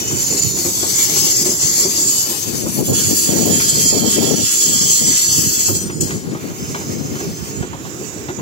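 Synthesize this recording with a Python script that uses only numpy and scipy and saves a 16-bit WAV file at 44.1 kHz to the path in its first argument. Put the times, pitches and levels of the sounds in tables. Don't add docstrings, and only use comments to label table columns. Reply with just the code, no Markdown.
import sys
import numpy as np
from scipy import signal
from scipy.io import wavfile
from scipy.ndimage import uniform_filter1d

SR = 44100
rng = np.random.default_rng(int(sys.argv[2]) if len(sys.argv) > 2 else 0)


def voltage_ratio(decibels):
    exponent = np.asarray(decibels, float) / 20
    return 10 ** exponent


def file_out(sig):
    cols = np.atleast_2d(sig).T
    lim = np.clip(cols, -1, 1)
    pcm = np.round(lim * 32767).astype(np.int16)
    wavfile.write(sys.argv[1], SR, pcm)


N = 370881
HOP = 256
T = np.arange(N) / SR
FRAME_T = np.arange(N // HOP + 9) * HOP / SR

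# (time [s], pressure [dB], left-right [dB])
FLANGE = [(0.0, -27.5, -4.5), (0.2, -20.5, -5), (0.85, -21, -2), (1.0, -16, -3.5), (1.8, -18, -3),
          (2.2, -18, -3.5), (2.34, -24, -1.5), (2.86, -24.5, -5), (3.0, -17, 1), (4.5, -16.5, -0.5),
          (5.67, -16.5, 1.5), (5.9, -36.5, 7.5), (6.28, -45, 2), (6.7, -33, 0), (7.6, -35, 2.5),
          (7.73, -45, -18), (8.06, -34, -10), (8.41, -42.5, -13.5)]
# (frequency [Hz], level over the grind [dB])
WHEEL_MODES = [
    [(3387, 3), (5066, 3), (5230, 6), (5742, 5), (6245, 3), (6620, 3), (7021, 2), (7216, 3), (7470, 4),
     (7877, 5), (8056, 7), (8812, 9), (9104, 7), (9809, 7), (10190, 7), (11501, 6), (11822, 7), (12053, 5),
     (12469, 7), (12774, 9), (13367, 6), (14451, 8), (15735, 15)],
    [(3186, 5), (3377, 4), (4400, 5), (4942, 2), (5400, 3), (5969, 4), (6300, 4), (6884, 4), (7010, 3),
     (7205, 4), (7400, 3), (7833, 5), (8012, 5), (8787, 8), (9063, 5), (9759, 8), (10762, 6), (11780, 5),
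     (12393, 2), (12706, 5), (13316, 5), (14352, 4), (14963, 4), (15251, 6), (15672, 13)],
    [(5164, 5), (6123, 5), (6893, 9), (7094, 7), (7675, 6), (7895, 5), (8121, 8), (8720, 8), (8924, 7),
     (9207, 11), (9783, 9), (9994, 8), (11413, 8), (12791, 6), (13760, 7), (14231, 8), (14704, 10),
     (14991, 9), (15309, 9)],
]
# (frequency [Hz], left-right [dB])
SHADOW = [
    (3200, -8.5),
    (5000, 4),
    (6000, 0.5),
    (7000, -7.5),
    (7900, -40),
    (9100, 17),
    (12500, 16),
    (14500, 6),
]


def evened(x):
    return x / np.sqrt(np.mean(abs(x) ** 2) + 1e-20)


def read(rows, hz):
    f, *columns = np.transpose(rows)
    return np.array([np.interp(np.log(hz + 1), np.log(f), c) for c in columns])


def follow(rows, t):
    s, *columns = np.transpose(rows)
    return [np.interp(t, s, c) for c in columns]


def sides(pan_db):
    left = voltage_ratio(pan_db)
    return np.array([left, 1 + 0 * left]) * np.sqrt(2 / (1 + left ** 2))


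def add(mix, s, sound):
    part = mix[..., round(s * SR):][..., :sound.shape[-1]]
    part += sound[..., :part.shape[-1]]


def drift(count, seconds):
    span = max(round(seconds * SR / HOP), 1)
    z = rng.standard_normal((len(FRAME_T), count))
    return evened(uniform_filter1d(uniform_filter1d(z, span, 0), span, 0)).T


def noise(magnitude, same, lag_s, turn_rad=0):
    bins = magnitude.shape[1]
    a, b, c, d = rng.standard_normal((len(FRAME_T), bins, 4)).T
    hz = np.linspace(0, SR / 2, bins)[:, None]
    delay = np.exp(-2j * np.pi * hz * lag_s + 1j * turn_rad)
    left = a + 1j * b
    right = delay * same * left + np.sqrt(1 - same ** 2) * (c + 1j * d)
    size = 2 * bins - 2
    z = np.array([left, right]) * magnitude
    return signal.istft(z, nperseg=size, noverlap=size - HOP)[1][:, :N]


def flanges():
    takeover_s = [
        2.88,
        6.33,
    ]
    # (frequency [Hz], left [dB], right [dB])
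    grind_colours = [
        [(1720, -17.5, -22), (4110, -10, -21), (4370, -5, -15), (5530, -5, -16.5), (6630, -0.5, -9.5),
         (7100, -9, 2), (7500, -2.5, -12), (8180, -11.5, -13.5), (9170, -18, -41), (10320, -16.5, -19.5),
         (10950, -10.5, -37), (13160, -15, -18.5), (15700, -20, -38)],
        [(1580, -31, -24.5), (3100, -19.5, -15.5), (3930, -23, -18), (3980, -15.5, -13.5), (5550, -10.5, -11.5),
         (6600, -10.5, -12), (6940, -7.5, 2.5), (7570, -7.5, -13.5), (8490, -9.5, -26.5), (8640, -17.5, -39),
         (9800, -17, -57), (10200, -15, -22.5), (12300, -14.5, -21.5), (15700, -23.5, -28)],
        [(1500, -6.5, -4.5), (3030, -9, -7.5), (4230, -9.5, -12), (5470, -11.5, -3), (6500, -6, 2),
         (7260, -6.5, 2), (8250, -8.5, -8.5), (8660, -20, -19), (8900, -25, -30), (9100, -15, -20),
         (10400, -17, -31), (12400, -14, -21), (15500, -13, -16)],
    ]
    # (right port lag [s], phase regained [rad])
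    around = [
        (.00053, 1.84),
        (.00065, 0),
        (.00053, 1.84),
    ]
    # (full pressure [dB], treble share [dB], low grind share [dB], greatest slack [dB])
    full = [
        (-21, 1, -2, 23),
        (-12, -3, -3, 3),
        (-36.5, 1.5, -1.5, 44),
    ]
    # (time [s], half width [s], treble [dB], low grind [dB])
    scrapes = [(0.05, 0.087, -5, 2), (0.65, 0.09, 1, -1.5), (1.1, 0.14, 3, 3.5), (1.4, 0.053, -2, -2.5),
               (1.8, 0.066, 1, 0.5), (2.0, 0.075, -1, -2), (2.35, 0.058, 1.5, 3), (2.76, 0.027, 6, 0.5),
               (2.87, 0.036, 8, 0), (2.92, .03, 2.5, 1), (3.15, 0.11, 5, -1), (3.0, 0.052, 1.5, 4),
               (3.6, 0.085, 3, 3), (3.8, .06, 3, 0), (4.2, 0.099, -1, 3.5), (4.6, .06, 1.5, -1),
               (4.85, 0.084, -1.5, 1), (5.15, .12, -0.5, 1.5), (5.7, 0.073, 1.5, -2), (6.3, 0.07, -5, 0),
               (6.8, 0.046, 2, 1.5), (7.15, 0.13, 1.5, 2), (7.7, .1, -10, 3), (8.0, .06, -1, -2),
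               (8.4, 0.17, -10, 0.5)]
    # (frequency [Hz], coherence [ratio])
    likeness = [
        (300, .8),
        (2000, .78),
        (5000, .8),
        (6500, .55),
        (15000, .55),
    ]
    treble_hold, low_hold = 0.39, 0.4
    treble_bearing, main_bearing = .5, .89
    treble_hz, flutter_db = 8700, 1.2

    hz = np.fft.rfftfreq(2048, 1 / SR)
    turn = np.digitize(FRAME_T, takeover_s)
    power = sum(wheel(grind_colours[k], WHEEL_MODES[k], hz) * (turn == k)
                for k in range(len(WHEEL_MODES)))
    pan_db = follow(FLANGE, FRAME_T)[1]
    full_db, high_db, low_db, most_db = np.array(full)[turn].T
    slack_db = np.minimum(full_db - 20 * np.log10(contact(FRAME_T)), most_db)
    s, wide_s, *shift_db = np.transpose(scrapes)
    bumps = np.exp(-((FRAME_T - s[:, None]) / wide_s[:, None]) ** 2)
    high_shift_db, low_shift_db = shift_db @ bumps
    high_db = high_db + treble_hold * slack_db + high_shift_db
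    low_db = low_db + low_hold * slack_db + low_shift_db
    low_part = np.clip((4150 - hz) / 300, 0, 1)
    tilt_db = np.outer(hz > treble_hz, high_db) + np.outer(low_part, low_db)

    patches = evened(uniform_filter1d(drift(len(hz), 0.051), 24, 0))
    crowd = drift(len(hz), .4) * (1.0 + hz / 40000)[:, None]
    shape = np.sqrt(power) * voltage_ratio(tilt_db + 1.67 * patches + 3.35 * crowd) * (hz < 15800)[:, None]
    bearing = np.where(hz > treble_hz, treble_bearing, main_bearing)
    shape = shape * sides(np.outer(bearing, pan_db))
    same = np.clip(read(likeness, hz).T, 0, 1)
    sound = noise(shape, same, *np.array(around)[turn].T)
    pressure = contact(T) * voltage_ratio(np.interp(T, FRAME_T, flutter_db * drift(1, .03)[0]))
    return voltage_ratio(3.5) * evened(sound) * pressure


def wheel(grind, modes, hz, width_hz=24, waver_db=2.4):
    f, db = np.transpose(modes)
    peaks = 1 / (1 + (2 * (hz[:, None] - f) / width_hz) ** 2) ** 2
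    power = 0.45 + peaks @ voltage_ratio(2 * (db[:, None] + waver_db * drift(len(f), 0.12)))
    power = power * voltage_ratio(2 * read(grind, hz))[:, :, None]
    return power / power[:, (hz > 4000) & (hz < 8500)].sum(1).mean()


def contact(t):
    # (time [s], depth [dB], half width [s])
    lifts = [(0.409, -6, .007), (0.55, -3.5, 0.03), (1.035, -3, 0.025), (1.44, -5, 0.0069),
             (1.565, -6.5, 0.028), (2.72, -1.5, 0.029), (2.829, -5, 0.024), (2.92, -6, 0.01),
             (3.03, -2.5, 0.07), (3.45, -2, 0.084), (3.93, -2, 0.016), (4.3, -3, 0.086), (4.12, 0, 0.026),
             (5.28, -5, 0.029), (5.73, -2, 0.013), (4.07, -2.5, .03), (4.22, -2.5, 0.018), (1.9, -2, 0.044),
             (7.0, -1.5, .06), (7.88, 4.5, .06), (8.0, -3, 0.028)]
    # (time [s], peak [dB], t60 [s])
    slips = [
        (0.418, -24, 0.08),
        (0.64, -23, .3),
        (2.75, -39.5, 0.17),
        (2.86, -23, 0.2),
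        (5.746, -17.5, 0.14),
        (6.005, -14.5, 0.15),
        (6.03, -25, 0.74),
    ]
    lift_db = sum(db * np.exp(-((t - s) / wide_s) ** 2) for s, db, wide_s in lifts)
    pressure = voltage_ratio(follow(FLANGE, t)[0] + lift_db)
    for s, db, t60_s in slips:
        onset = np.clip((t - s) / 0.0057, 0, 1)
        pressure = np.hypot(pressure, voltage_ratio(db - 60 * abs(t - s) / t60_s) * onset)
    return pressure


def squeals():
    # (time [s], length [s],
    # pitch [Hz], level [dB], line width [Hz])
    sung = [(0.15, 0.92, 5230, -32, 12), (0.19, 0.56, 7021, -20, 16.3), (0.38, 0.64, 12160, -28, 24.4),
            (0.6, 0.3, 7878, -24, 22), (0.2, 0.97, 6010, -28.5, 30), (0.83, 1.05, 5067, -29, 14.2),
            (1.8, 1.1, 15000, -37, 20), (0.13, 0.54, 4251, -33, 12.1), (7.85, 0.4, 7800, -40, 60),
            (0.82, 1.1, 6245, -30, 45), (0.94, 0.85, 7290, -21, 110), (1, 0.5, 6000, -31, 65),
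            (2.08, 0.36, 3000, -36, 16), (2.998, 0.44, 7000, -20.5, 40), (5.75, 0.5, 5970, -44, 34),
            (3.52, 0.45, 4942, -21.5, 22), (3.45, 0.92, 3187, -31, 12.03), (3.55, 0.6, 4400, -25, 150),
            (1.66, 0.62, 4650, -27, 160), (0.76, 0.68, 4650, -31, 190), (3.5, 0.5, 10300, -27.5, 23.6),
            (2, .5, 13367, -31, 20), (4.5, 0.13, 6983, -18, 29.7), (4.5, 0.4, 7290, -22, 90),
            (4.2, 0.54, 5970, -28, 15), (5.0, 0.38, 5970, -17, 8), (5.5, 0.36, 5970, -27, 23.6),
            (5.28, 0.52, 14330, -25, 70), (5.5, 0.75, 6962, -30.5, 35), (5.54, 0.42, 8500, -32.5, 29.4),
            (5.5, 0.72, 5065, -37, 30), (6.5, 1.2, 5164, -38, 80), (6.5, 1.29, 6123, -37, 60),
            (7.1, 0.43, 4399, -45, 70), (7.5, 0.38, 7093, -40, 40),
            (6, 0.47, 6893, -39, 50), (6.55, 0.45, 5164, -37, 70), (5.95, .6, 5164, -45, 60),
             (6.02, 0.42, 5970, -42, 30), (4.0, 0.58, 3187, -33, 14), (.95, 0.41, 3000, -33, 300),
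             (4.95, .3, 2100, -38, 230), (5.45, 0.25, 6884, -23, 120)]
    lone_modes_hz = [2100, 3000, 4250, 4650, 6010, 6300, 6962, 7290, 10140]
    lock_hz = 30
    pitch_drift = .4
    rise, fall = .12, .4

    out = np.zeros((2, N))
    modes_hz = np.array([f for modes in WHEEL_MODES for f, _ in modes] + lone_modes_hz)
    for s, length_s, near_hz, db, wide_hz in sung:
        hz = modes_hz[abs(modes_hz - near_hz).argmin()]
        t = np.arange(round((length_s + .1) * SR)) / SR
        knots_s = np.arange(400) / wide_hz / 2
        chance = rng.standard_normal((5, 400))
        a, b, c, d = (np.interp(t, knots_s, z) for z in chance[:4])
        hz = hz + pitch_drift * wide_hz * np.interp(t, 12 * knots_s, chance[4])
        left = a + 1j * b
        right = .85 * left + .5 * (c + 1j * d)
        wander = lock_hz / wide_hz + np.array([left, right])
        line = evened((wander * np.exp(2j * np.pi * np.cumsum(hz) / SR)).real)
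        ramp = np.minimum(t / t[-1] / rise, (1 - t / t[-1]) / fall)
        swell = np.sin(np.pi / 2 * np.minimum(ramp, 1)) ** 2
        add(out, s, voltage_ratio(db - 5.0) * line * swell * sides(read(SHADOW, near_hz)))
    return out


def pips():
    # (time [s], length [s], frequency [Hz], level [dB])
    catches = [(0.31, .03, 7021, -21), (0.368, .022, 7021, -15), (0.389, .014, 7021, -13),
               (0.417, .022, 7021, -10), (0.405, .006, 7021, -30), (0.44, .014, 7021, -19),
               (0.572, 0.023, 7021, -19), (2.867, 0.017, 7350, -19), (5.752, 0.013, 7760, -18),
               (6.004, 0.022, 7000, -13)]
    edge_s, beat_hz = .004, 110
    out = np.zeros((2, N))
    for s, length_s, hz, db in catches:
        t = np.arange(round((length_s + .03) * SR)) / SR
        tone = np.cos(2 * np.pi * hz * t) + .3 * np.cos(2 * np.pi * (hz + beat_hz) * t)
        edge = np.minimum(t / edge_s, 1) * np.exp(-np.maximum(t - length_s, 0) / edge_s)
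        add(out, s, voltage_ratio(db) * tone * edge * sides(read(SHADOW, hz)))
    return out


def joints():
    # (time [s], peak [dB], bright share [dB], rail pitch [ratio])
    knocks = [(0.108, -26.5, -15, 1.1), (0.302, -23, -25, 1.3), (0.568, -27, -15.5, 1.1),
              (0.647, -21, -20.5, .8), (0.826, -24, -11.5, 0.77), (0.985, -33, -11, 0.96),
              (1.09, -27, -20, 1.2), (1.159, -30, -11, .9), (1.25, -26, -18, 1.2),
              (1.456, -19.5, -23, 0.83), (1.848, -20, -25, 0.84), (2.659, -25.5, -13, .8),
              (2.92, -34, -10, 1), (3.597, -39, 4.5, 1.8), (5.683, -20, -18, 0.88), (5.897, -37, -3.5, 1.3),
              (6.104, -29, -10, 1.37), (6.309, -41.5, -5, 1.5), (6.347, -32.5, -6.5, 0.94),
              (6.5, -35.5, -10, 0.88), (6.744, -33, -1, 1.14), (6.81, -42, -5, 0.94),
              (7.155, -32.5, -11, 0.96), (7.201, -25.5, -15.5, 1.1), (7.624, -26, -12, 1.04),
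              (7.727, -33, -8.5, 0.76), (7.85, -34.5, -8.5, 1.1), (8.008, -27, -25, 0.75),
              (8.198, -47, -9, 1.3), (8.283, -25, -12, 1.02), (8.384, -32, -9, 0.83)]
    # (frequency [Hz], level [dB], t60 [s])
    bogie = [(343, -2, 0.023), (381, -2, 0.089), (515, -2, 0.018), (738, -16.5, 0.031)]
    # (frequency [Hz], level [dB], t60 [s])
    rail = [(800, 3, .008), (1100, 4, .008), (1400, 5, .012), (1800, 1, .007), (2400, -1, .005),
            (3000, -5, .004)]
    rattle_s, click_s = .045, .022

    def ring(body, scale):
        return sum(voltage_ratio(db - 60 * t / t60_s)
                   * np.sin(2 * np.pi * f * rng.uniform(0.887, 1.142) * scale * t)
                   for f, db, t60_s in body)

    out, t = np.zeros((2, N)), np.arange(9000) / SR
    rattle = np.exp(-t / rattle_s) * np.minimum(t / .006, 1)
    click = np.exp(-t / click_s) * np.minimum(t / .002, 1)
    for s, db, bright_db, pitch in knocks:
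        blow = rng.standard_normal(len(t))
        low = signal.fftconvolve(ring(bogie, 1), blow * rattle)[:len(t)]
        high = signal.fftconvolve(ring(rail, pitch), blow * click)[:len(t)]
        knock = low / abs(low).max() + voltage_ratio(bright_db + 14.5) * high / abs(high).max()
        add(out, s, voltage_ratio(db) * np.array([knock, np.roll(knock, 12)]))
    return out


def rolling():
    # (frequency [Hz], level [dB])
    rumble = [(50, -15), (120, -3), (250, -0.5), (380, 2.5), (520, -11.5), (900, -17.5), (1600, -16),
              (3000, -23), (9000, -29)]
    # (time [s], level [dB])
    near = [(0, 0), (1.2, 1), (2.1, 1), (3.0, -1), (3.8, 2), (4.55, -3), (5.0, 0), (5.2, -2), (6.3, 1),
            (7.3, 0), (7.55, -2), (7.75, 0), (8.15, -3), (8.41, -1)]
    hz = np.fft.rfftfreq(1024, 1 / SR)
    patches = evened(uniform_filter1d(drift(len(hz), .05), 8, 0))
    shape = voltage_ratio(read(rumble, hz).T + 1.6 * patches + 1.8 * drift(1, .08))
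    sound = evened(noise(np.array([shape, shape]), 0.7, 0.000269))
    return voltage_ratio(-31) * sound * voltage_ratio(follow(near, T)[0])


def wind():
    # (frequency [Hz], left [dB], right [dB])
    buffet = [(30, -95, -120), (63, -24, 8.5), (120, -5, 20), (224, 0, 6.5), (414, -8, 4),
              (823, -28.5, -49), (1880, -68, -78)]
    hz = np.fft.rfftfreq(1024, 1 / SR)
    gust = gusts()
    reach_db = 0.41 * np.log2(hz[:, None] / 200 + 1) * (20 * np.log10(gust)[:, None] + 26) * 2
    shape = voltage_ratio(read(buffet, hz)[:, :, None] + reach_db)
    shape = shape / np.sqrt((shape ** 2).sum(1, keepdims=True))
    lumps_db = 2.2 * uniform_filter1d(rng.standard_normal((N, 2)), 500, 0).T * np.sqrt(500)
    push = voltage_ratio(lumps_db) * np.array([np.interp(T, FRAME_T, g) for g in gust])
    return voltage_ratio(3.5) * evened(noise(shape, 0, 0)) * push


def gusts():
    # (start [s], length [s], peak [dB], left-right [dB])
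    blasts = [(0.09, .1, -31, -15), (0.44, 0.058, -27.5, -25), (1.22, .05, -28, -10), (1.64, .02, -33, -10),
              (2.468, 0.14, -28.5, 25), (2.633, 0.067, -25, 20), (2.782, 0.03, -18, 13),
              (2.89, 0.028, -16.5, 2.5), (2.982, .03, -28, 8), (3.05, 0.03, -27.5, -23),
              (3.105, 0.03, -22.5, 9), (3.29, 0.04, -21, 11), (3.35, 0.072, -18.5, 11),
              (3.458, 0.057, -18, 11), (3.54, 0.042, -26, 8), (3.718, 0.16, -26.5, 3.5),
              (3.933, 0.052, -20, 27), (4.03, 0.052, -21, 27), (4.181, 0.063, -19.5, 23),
              (4.27, .07, -21, 26), (4.389, 0.024, -22.5, 15), (4.678, 0.094, -28.5, 6),
              (4.82, 0.074, -27.5, 8), (5.022, 0.03, -24, 25), (5.085, 0.022, -25.5, 11),
              (5.288, .05, -31, -7), (5.379, 0.09, -24.5, -7), (5.69, 0.08, -27.5, -20),
              (5.83, 0.063, -26, -11), (5.96, 0.05, -26.5, -23), (6.024, 0.013, -20.5, -15),
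              (6.141, .03, -28, -4), (6.253, 0.11, -27.5, 5), (6.44, 0.071, -32, 8),
              (6.614, .02, -28.5, -2), (6.7, .02, -27.5, -1), (6.895, 0.07, -26.5, 5), (7.0, .06, -27.5, 7),
              (7.1, .04, -27, 6), (7.272, .035, -27, -1), (7.4, 0.03, -31, -19), (7.48, 0.018, -34, 0),
              (7.59, 0.02, -24, -13), (7.7, .04, -33, -5), (7.858, .03, -33, -5), (8.05, .02, -35, 0),
              (8.377, .04, -28.5, -2)]
    # (time [s], level [dB], left-right [dB])
    breeze = [
        (0, -36, -17),
        (.6, -36, -6),
        (2.3, -42.5, -32),
        (3.0, -32.5, 12),
        (4.4, -29.5, 6),
        (4.55, -51, -32),
        (5.8, -35.5, 6),
        (6.7, -34.5, 0),
        (8.41, -44, -12),
    ]
    rise_db_per_s, fall_db_per_s = 480, 380
    level_db, pan_db = follow(breeze, FRAME_T)
    power = (voltage_ratio(level_db) * sides(pan_db)) ** 2
    for s, length_s, db, pan_db in blasts:
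        before_s = np.maximum(s - FRAME_T, 0)
        after_s = np.maximum(FRAME_T - s - length_s, 0)
        away_db = rise_db_per_s * before_s + fall_db_per_s * after_s
        power = power + (voltage_ratio(db - away_db) * sides(pan_db)[:, None]) ** 2
    return np.sqrt(power)


def ducking():
    from_db, share = -24.5, 0.72
    over_db = np.maximum(20 * np.log10(gusts()) - from_db, 0)
    return np.array([np.interp(T, FRAME_T, voltage_ratio(-share * uniform_filter1d(o, size=7)))
                     for o in over_db])


def scene():
    steel = (flanges() + squeals() + pips()) * ducking()
    return steel + rolling() + voltage_ratio(5.5) * joints() + wind()


def masked(x, under_db=-7.8, spread_hz=750, from_hz=1300):
    hz, _, z = signal.stft(x, SR, nperseg=2048)
    power = uniform_filter1d(uniform_filter1d(abs(z) ** 2, size=5, axis=1), size=3, axis=2)
    slope = np.exp(-abs(hz[:, None] - hz) / spread_hz) * (hz > from_hz) * (hz < 15700)
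    cover = slope / slope.sum(1, keepdims=True) @ power.max(0)
    keep = (power > cover * voltage_ratio(2 * under_db)) | (hz < from_hz)[:, None]
    keep = keep & (hz < 15850)[:, None]
    return signal.istft(z * keep, SR, nperseg=2048)[1][:, :N]


def roll_off(x):
    return signal.sosfilt(signal.butter(12, 16300, fs=SR, output="sos"), x)


def record(dry):
    knee, headroom = .5, .2
    cut = signal.sosfilt(signal.butter(4, 68, "high", fs=SR, output="sos"), dry)
    straight = np.clip(cut, -knee, knee)
    soft = straight + headroom * np.tanh((cut - straight) / headroom)
    return roll_off(masked(soft))


dry = scene()
out = record(dry)
file_out(out)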